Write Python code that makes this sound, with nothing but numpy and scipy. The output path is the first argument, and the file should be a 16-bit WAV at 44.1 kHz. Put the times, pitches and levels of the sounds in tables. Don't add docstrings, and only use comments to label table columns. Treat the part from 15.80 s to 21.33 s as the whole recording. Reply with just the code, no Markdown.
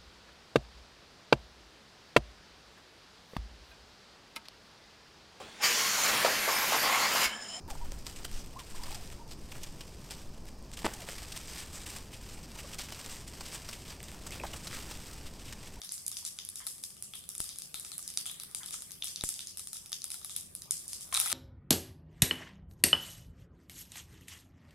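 import sys
import numpy as np
from scipy import signal
from scipy.fft import rfft, irfft, next_fast_len
from scipy.io import wavfile
from scipy.ndimage import uniform_filter1d

SR = 44100
rng = np.random.default_rng(int(sys.argv[2]) if len(sys.argv) > 2 else 0)


def digitize_waveform(pressure):
    field = np.atleast_2d(pressure).T
    bounded = np.clip(field, -1, 1)
    quanta = np.round(bounded * 32767).astype(np.int16)
    wavfile.write(sys.argv[1], SR, quanta)


N = 243813


def amp(db):
    return 10 ** (np.asarray(db) / 20)


def unit(x):
    return x / np.sqrt(np.mean(x ** 2) + 1e-20)


def along(points, hz):
    f, v = np.transpose(points)
    return np.interp(np.log(hz + 1), np.log(f + 1), v)


def curve(rows):
    return np.interp(np.arange(N) / SR, *np.transpose(rows))


def filtered(x, response):
    m = next_fast_len(N + SR // 2)
    spectrum = rfft(x, m) * response(np.fft.rfftfreq(m, 1 / SR))
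    return irfft(spectrum, m)[..., :N]


def half_angle(alike, hz):
    return np.arccos(np.clip(along(alike, hz), -1, 1)) / 2


def coloured(pair, spectrum, alike):
    def response(hz):
        turn = half_angle(alike, hz)
        return amp(along(spectrum, hz)) * np.array([np.cos(turn), np.sin(turn)])

    mid, side = filtered(pair, response)
    return unit(np.array([mid + side, mid - side]))


# time in seconds, level in dB.
FIZZ_LEVEL = [(0, -55.5), (1, -60.5), (2, -56.5), (3, -54.5), (4, -62), (5, -58.5), (5.32, -55),
              (5.35, -43), (5.44, -35.5), (5.53, -36)]
# frequency in Hz, relative level in dB per Hz.
FIZZ_SPECTRUM = [(300, -53), (600, -7), (1150, -8.5), (2200, -9), (3600, -7), (6400, -13), (9800, -0.5),
                 (13000, -7.5), (15200, -10), (16500, -12)]
# frequency in Hz, left-right correlation.
DIFFUSE_ALIKE = [(30, 0.28), (150, 1), (300, 1), (600, 0), (1500, 0), (4000, 0.061), (12000, 0)]
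SPIKE_CHANCE = .004


def fizz():
    size = amp(5 * np.minimum(rng.exponential(size=(2, N)), 3))
    spikes = (rng.random((2, N)) < SPIKE_CHANCE) * size * rng.choice([-1, 1], (2, N))
    bubbles = rng.standard_normal((2, N)) + .6 * unit(spikes)
    z = signal.stft(bubbles, nperseg=512)[2]
    patches = uniform_filter1d(rng.standard_normal(z.shape[1:]), 6, axis=0)
    patches = uniform_filter1d(patches, 8, axis=1)
    simmer = signal.istft(z * amp(4.5 * unit(patches)), nperseg=512)[1][:, :N]
    return amp(curve(FIZZ_LEVEL)) * coloured(simmer, FIZZ_SPECTRUM, DIFFUSE_ALIKE)


# time in seconds, level in dB.
BURNER_LEVEL = [(0, -65), (1, -63), (3, -62), (4.5, -64), (4.7, -60.5), (5.53, -60.5)]
# frequency in Hz, relative level in dB per Hz.
BURNER_SPECTRUM = [(12, -37), (20, -1.5), (38, -8), (80, 2.5), (131, -2.5), (172, -0.5), (380, -5),
                   (576, -11.5), (1050, -24.5), (1190, -9.5), (1500, -63), (1950, -70), (3300, -120)]
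# frequency in Hz, left-right correlation.
RUMBLE_ALIKE = [(30, .88), (120, .8), (190, .6), (280, -.3), (500, .1), (1200, .5)]
# centre in Hz, width in Hz, added gain in dB.
STANDING_WAVES = [(57.5, 5, 2.5), (87, 2.6, -1.5), (143, 9.4, 3), (172.2, 4.5, 5.5), (197.3, 2.3, 5.5)]
# time in seconds, level in dB.
HUM_LEVEL = [(0, -78), (.75, -70), (.9, -114), (4.5, -70), (4.65, -70.5), (5.53, -69)]
HUM_HZ, HUM_WAVER_HZ = 90.6, 0.54


def burner():
    def lift(hz):
        return 1 + sum(amp(db) / (1 + (2 * (hz - centre) / width) ** 2) for centre, width, db in STANDING_WAVES)

    noise = filtered(rng.standard_normal((2, N)), lift)
    rumble = coloured(noise, BURNER_SPECTRUM, RUMBLE_ALIKE)
    waver = unit(uniform_filter1d(rng.standard_normal(N), size=SR // 3))
    phase = 2 * np.pi * np.cumsum(HUM_HZ + HUM_WAVER_HZ * waver) / SR
    hum = np.sqrt(2) * np.sin(phase)
    return amp(curve(BURNER_LEVEL)) * rumble + amp(curve(HUM_LEVEL)) * hum


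def ring(modes, t, sharp):
    y = 0
    for hz, width_hz, db in modes:
        envelope = width_hz * t * np.exp(-np.pi * width_hz * t / sharp)
        y = y + amp(db) * envelope * np.cos(2 * np.pi * hz * t)
    return y / np.abs(y).max()


# frequency in Hz, width in Hz, relative level in dB.
RESONANCE_GROUPS = [
    [(9870, 2600, 20), (13900, 1200, -36.5), (8340, 1070, -0.5)],
    [(6080, 1900, 14.5), (5093, 690, 5.5)],
    [(3504, 483, 11), (3110, 610, -12.5)],
    [(2310, 860, -1)],
    [(1120, 240, -12.5), (1182, 160, 4.5), (749, 146, -3)],
]


def ring_groups(t, shift, sharp):
    return np.array([ring(modes, t * x, sharp) for modes, x in zip(RESONANCE_GROUPS, shift)])


# frequency in Hz, t60 in seconds.
KITCHEN_T60 = [(500, 0.49), (1500, 0.45), (4000, 0.32), (9000, 0.47), (15000, 0.35)]
# frequency in Hz, relative level in dB.
TAIL_COLOUR = [(300, -17.5), (1200, -11), (3500, 0.5), (6000, 6.5), (10000, 3), (12500, -1), (15000, -3)]


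def kitchen(count):
    hz, t, z = signal.stft(rng.standard_normal((count, 2, SR // 2)), SR, nperseg=256)
    turn = half_angle(DIFFUSE_ALIKE, hz)[:, None]
    mid, side = np.cos(turn) * z[:, 0], np.sin(turn) * z[:, 1]
    z = np.stack([mid + side, mid - side], axis=1)
    t60 = np.clip(along(KITCHEN_T60, hz), .05, 2)[:, None]
    z = z * amp(along(TAIL_COLOUR, hz)[:, None] - 60 * t / t60)
    tail = signal.istft(z, SR, nperseg=256)[1][..., :SR // 2]
    grain = unit(uniform_filter1d(rng.standard_normal((count, 1, SR // 2)), size=40))
    tail = tail * amp(3 * grain)
    tail = tail / np.sqrt(np.mean(tail[..., SR // 100:SR // 30] ** 2))
    build_up = np.clip(np.arange(SR // 2) / SR / .012, .3, 1) ** .8
    return tail * build_up


CRACKLES_PER_S = 5
CRACKLE_DB, CRACKLE_SPREAD_DB, CRACKLE_TAIL_DB = -47, 2, -22
CRACKLE_TOP_HZ, CRACKLE_DROP_OCTAVES, CRACKLE_NARROW_DB = 9600, .6, 5


def crackles():
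    s, size, drop, side = rng.random((round(CRACKLES_PER_S * N / SR), 4)).T
    db = CRACKLE_DB + CRACKLE_SPREAD_DB * (2 * size - 1)
    hz = CRACKLE_TOP_HZ * 2 ** (CRACKLE_DROP_OCTAVES * np.log(1 - drop))
    narrow_db = np.full(len(s), CRACKLE_NARROW_DB)
    return list(zip(s * N / SR, db, hz, narrow_db, 8 * side - 3, db + CRACKLE_TAIL_DB))


# delay after the burst in seconds, level in dB.
NEAR_ECHOES = [(.0105, -25), (.0127, -27), (.0143, -28)]
SCATTER_START_DB, SCATTER_T60_S = -21, .013


def scatter(t):
    shared = np.diff(rng.standard_normal(len(t) + 1))
    own = np.diff(rng.standard_normal((2, len(t) + 1)))
    decay = amp(SCATTER_START_DB - 60 * t / SCATTER_T60_S) * (t > .0003)
    push = decay * (.6 * shared + .8 * own)
    push[0, 1] = push[1, 0] = 1
    for delay_s, db in NEAR_ECHOES:
        push[:, round(delay_s * SR):][:, :12] += amp(db) * np.diff(rng.standard_normal((2, 13)))
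    return push


# start in seconds, strength in dB, pitch in Hz, narrowness in dB per octave away from
# the pitch (negative plays as 0), left over right in dB, room tail in dB.
BURSTS = [(0.0174, -24.5, 4100, 8, 2, -50), (0.0353, -41.5, 9500, 0, 6, -48),
          (0.0463, -34, 9630, 9, 1, -66), (0.0924, -20.5, 5500, 27, -1, -53),
          (0.1166, -32, 5280, 5, -3, -58), (0.1215, -21.5, 9630, 27, 1, -42),
          (0.18, -27, 6200, 20, -2, -55), (0.265, -21, 9630, 12, -2, -48), (0.281, -20.5, 9630, 11, 1, -54),
          (0.3162, -28.5, 8300, 3, 0, -44.5), (0.3696, -20.5, 5600, 18, 5, -47.5),
          (0.3741, -28, 9630, 15, -3, -47), (0.4454, -40, 5100, 3, -2, -48),
          (0.451, -20, 9700, 7, 2, -43.5), (0.4665, -30, 8900, 6, -1, -52), (0.4771, -28, 9630, 9, 4, -58),
          (0.5882, -20.5, 4600, 9.5, 1, -45.5), (0.6505, -30, 9630, 16, -4, -55),
          (0.6893, -19.5, 9630, 13.5, 0, -49.5), (0.7574, -25.5, 9630, 6, 0, -45),
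          (0.803, -35, 1260, 5, 6, -51), (0.8531, -41, 9630, 8, 1, -57), (0.8677, -22, 9700, 4.5, 6, -42.5),
          (0.8724, -28, 9200, 3.5, -12, -47), (0.9817, -35, 9200, 4.5, -1, -54.5),
          (1.0283, -45, 9630, 26, 1, -45.5), (1.0383, -16, 7400, 15, 0, -52.5),
          (1.1047, -33, 6970, 10, 3, -57), (1.1677, -40, 9630, 2.5, 1, -58),
          (1.2247, -22, 9630, 16.5, -2, -47.5), (1.3368, -26, 3980, 6.5, 1, -46),
          (1.3541, -33, 9630, 4.5, 8, -49), (1.4398, -38, 3650, 6, 3, -60),
          (1.4908, -25, 9630, 5.5, -3, -46), (1.5517, -30, 9630, 4, -1, -53),
          (1.5809, -24.5, 9630, 13, 1, -55), (1.5916, -42, 9630, 17, 6, -44.5),
          (1.6034, -19, 9630, 6.5, 5, -44), (1.6419, -29, 9630, 4.5, 3, -45.5),
          (1.6913, -25, 5700, 9.5, 4, -49), (1.6968, -31, 3650, 11, -7, -53),
          (1.7597, -32, 8700, 5, 1, -56), (1.7863, -23.5, 8200, 10.5, 2, -48.5),
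          (1.8206, -18, 7100, 21, 4, -50.5), (1.9433, -25, 9900, 2, 4.5, -41.5),
          (1.9979, -26, 9630, 13.5, 5, -50.5), (2.0488, -29, 8200, 2.5, 0, -47.5),
          (2.0647, -44, 9630, -3, 1, -55), (2.118, -27, 4740, 7.5, 8, -46),
          (2.1808, -27, 9630, 21, -5, -48), (2.1901, -35.5, 9630, 1, -4, -60),
          (2.2274, -29, 9630, 7.5, -9, -51), (2.2779, -17, 7100, 17.5, -1, -46),
          (2.3026, -25.5, 7240, 10, -2, -56), (2.3392, -27, 9100, 10, 1, -55),
          (2.374, -13, 5200, 8.5, -2, -40.5), (2.4572, -29, 3600, 3.5, -2, -41),
          (2.464, -26.5, 9630, 18, 1, -53), (2.4968, -23.5, 3620, 9, 1, -48.5),
          (2.5142, -30, 9630, 6, 3, -72), (2.5993, -26.5, 5280, 5, 0, -46.5),
          (2.6354, -29, 9630, 4.5, -2, -54), (2.7131, -36.5, 9630, 8, 1, -61),
          (2.7484, -17.5, 8160, 8.5, 3, -42.5), (2.8329, -29.5, 3500, 4, -1, -49),
          (2.8609, -25, 9630, 11, 5, -46.5), (2.886, -32, 3820, 5, -1, -62), (2.9083, -29, 9630, 4, 2, -61),
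          (2.9201, -50, 8700, 1, -1, -40.5), (2.9416, -23.5, 8200, 2.5, 3, -54.5),
          (3.0216, -28.5, 9800, 4.5, 3, -51), (3.1082, -26, 6200, 19, 2, -55.5),
          (3.1183, -31, 9630, 8, 9, -52), (3.2233, -13, 4080, 19, 1, -45.5),
          (3.2302, -31, 4000, 24, 1, -61), (3.2375, -27, 3460, 5, -3, -62),
          (3.2438, -23.5, 9630, 11, 11, -41), (3.2715, -22.5, 4560, 10, 1, -50),
          (3.2756, -30, 6070, 12, 2, -48), (3.282, -24, 5070, 13, 1, -57),
          (3.3602, -18.5, 5440, 15, 1, -46.5), (3.4102, -15, 4200, 12.5, 1.5, -51.5),
          (3.4383, -19.5, 9400, 9, -3, -38.5), (3.4904, -19.5, 8200, 6.5, -0.5, -41.5),
          (3.5409, -23, 7100, 16, -5, -47.5), (3.5924, -24.5, 3730, 9.5, -2, -47.5),
          (3.6071, -29, 6650, 10, -5, -49.5), (3.6716, -17, 7000, 31, 0, -47.5),
          (3.7726, -26, 9630, 7, 0, -44.5), (3.7952, -25.5, 9800, 5, 1, -49.5),
          (3.8729, -25.5, 9100, 9, -1, -51), (3.9316, -24, 9800, 6, 2.5, -45),
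          (3.956, -41, 9630, -6, 2, -53), (3.969, -26, 6850, 14, 4, -54),
          (4.0603, -34.5, 8780, 3.5, 0, -55), (4.0953, -40, 9630, 6, 1, -77),
          (4.1192, -28, 9630, 3, -3, -45), (4.1297, -10, 4950, 20.5, 4, -46),
          (4.2192, -24, 5560, 14, 7, -55), (4.2424, -23.5, 9630, 4.5, 4, -46),
          (4.3037, -25, 7300, 7, 1, -44.5), (4.3178, -20.5, 7700, 9.5, 0, -49),
          (4.3428, -25.5, 7300, 4.5, 1, -48), (4.415, -39.5, 9600, 1, 1, -55),
          (4.4471, -23.5, 9700, 5.5, 4, -47), (4.4958, -30, 9630, 3, 0, -46),
          (4.5164, -29, 7450, 14, -3, -55), (4.5517, -35, 4500, 21, 1, -49),
          (4.5643, -19, 9500, 9, -2, -43.5), (4.6099, -30, 9630, 9, -1, -60),
          (4.7517, -25, 9850, 11, -2, -51), (4.8205, -28, 6800, 11, -4, -54.5),
          (4.9095, -14.5, 9300, 8.5, -1, -38), (4.9689, -27, 7400, 14, 1, -54.5),
          (5.0005, -45, 9630, 2, -4, -53), (5.0572, -39, 8000, 9, 1, -61),
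          (5.0803, -17, 8360, 35, -1, -45.5), (5.0893, -41, 9630, 16, 0, -57),
          (5.1169, -44, 8380, 15, -1, -47.5), (5.1323, -13.5, 7500, 22, -1, -46.5),
          (5.2093, -29.5, 9630, 5, 0, -46.5), (5.3176, -37, 9630, 13, 1, -57),
          (5.3256, -18.5, 970, 5.5, 1, -34), (5.3284, -22.5, 9700, 10, 2, -47),
          (5.343, -13.5, 9630, 7, 1.5, -42), (5.3483, -17.5, 4810, 4, -1, -36),
          (5.3579, -11.5, 4460, 12.5, -2, -35.5), (5.3685, -17.5, 4850, 6, -4, -46),
          (5.3743, -17.5, 7640, 1.5, 0, -43), (5.3958, -16.5, 9630, 7, -4, -36.5),
          (5.4001, -14, 9630, 4.5, 3, -54), (5.4077, -40, 9630, 8, -1, -62),
          (5.4122, -24, 9630, 6, -3, -65), (5.4151, -23, 9630, 1, 4, -44), (5.4599, -24, 9630, 1, 6, -54),
          (5.4652, -24, 9630, 5, -1, -58), (5.4719, -29, 2640, 8, -3, -42.5),
          (5.4974, -37, 9630, 0, 0, -48), (5.5012, -19, 5400, 9, 9, -42), (5.5068, -25, 9630, 2, -3, -45),
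          (5.5176, -24, 9630, 1, 10, -50), (5.528, -14, 3450, 2.5, 1, -46)]
GROUP_CENTRES_HZ = np.array([9630, 6030, 3610, 2136, 1105])
GROUP_GAINS_DB = np.array([3.5, -2, -8, -11.5, -12.5])
WET_LIFT_DB = np.array([0, 0, 2, 4, 3])
LEAVES_S = 5.32
CHANCE_DB = 2
PITCH_SD, PULL = .04, .08
BLUR = 0.48


def pops():
    rooms, out = kitchen(count=12), np.zeros((2, N + SR))
    t = np.arange(SR // 40) / SR
    for k, (s, strength_db, hz, narrow_db, pan_db, room_db) in enumerate([*BURSTS, *crackles()]):
        pull = PULL * np.tanh(4 * np.log(hz / GROUP_CENTRES_HZ))
        shift = np.exp(rng.normal(0, PITCH_SD, len(RESONANCE_GROUPS)) + pull)
        octaves_away = abs(np.log2(GROUP_CENTRES_HZ / hz))
        dbs = strength_db + GROUP_GAINS_DB - max(narrow_db, 0) * octaves_away
        dbs = dbs + WET_LIFT_DB * (s > LEAVES_S) + rng.normal(0, CHANCE_DB, len(GROUP_GAINS_DB))
        sides = rng.choice([-1, 1], len(dbs))
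        spike = (sides * amp(dbs)) @ ring_groups(t, shift, sharp=1.0)
        direct = signal.fftconvolve(scatter(t), spike[None], axes=1)[:, :len(t)]
        at = round((s - .0001) * SR)
        out[:, at:at + len(t)] += direct * amp([[pan_db / 2], [-pan_db / 2]])
        blurred = amp(dbs) @ ring_groups(t, shift, sharp=BLUR)
        blurred = blurred / np.linalg.norm(blurred)
        echo = signal.fftconvolve(blurred[None], rooms[k % len(rooms)], axes=1)
        out[:, at:at + echo.shape[1]] += amp(room_db) * echo
    highpass = signal.butter(3, 600, "high", fs=SR, output="sos")
    return signal.sosfilt(highpass, out[:, :N])


# start in seconds, time to fall 14 dB in seconds, level in dB.
SPURTS = [(0.799, 0.062, -55), (2.805, 0.07, -54.5), (5.324, 0.029, -44), (5.35, 0.14, -50.5)]
# frequency in Hz, relative level in dB per Hz.
GURGLE_SPECTRUM = [(400, -65), (700, -10), (1080, 17), (1200, -7), (1500, 12), (2200, 9.5), (3000, -19),
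                   (5000, -50)]


def gurgles():
    t, gate = np.arange(N) / SR, np.zeros(N)
    for s, fall_s, db in SPURTS:
        fade_db = 14 * np.clip((t - s) / fall_s, 0, 9) ** 2
        gate += amp(db - fade_db) * (t > s)
    noise = coloured(rng.standard_normal((2, N)), GURGLE_SPECTRUM, [(1000, 0.33)])
    return uniform_filter1d(gate, 90) * noise


# start in seconds, level in dB.
AIR_BURSTS = [(1.6029, -30.5), (1.9429, -43.5), (3.4383, -23)]
BLAST, BLAST_S = 2.45, 0.00004
SUCK_S, REBOUND, REBOUND_S = 0.0018, 0.079, 0.02


def thuds():
    out, t = np.zeros(N + SR), np.arange(SR // 10) / SR
    blast = np.exp(-t / BLAST_S)
    suck = np.exp(-t / SUCK_S) - REBOUND * np.exp(-t / REBOUND_S)
    push = BLAST * blast - (1 - blast) * suck
    for s, db in AIR_BURSTS:
        out[round(s * SR):][:len(t)] += amp(db) * push
    return out[:N] * amp([[.6], [-.6]])


def scene():
    return fizz() + burner() + pops() + gurgles() + thuds()


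# frequency in Hz, gain in dB.
MICROPHONE_RESPONSE = [(11000, -1), (14000, -0.5), (15500, -6), (16600, -21)]
BAND_LIMIT_HZ = 16670


def record(dry):
    ports = dry * amp([[.4], [-.4]])
    return filtered(ports, lambda hz: amp(along(MICROPHONE_RESPONSE, hz)) * (hz < BAND_LIMIT_HZ))


dry = scene()
out = record(dry)
digitize_waveform(out)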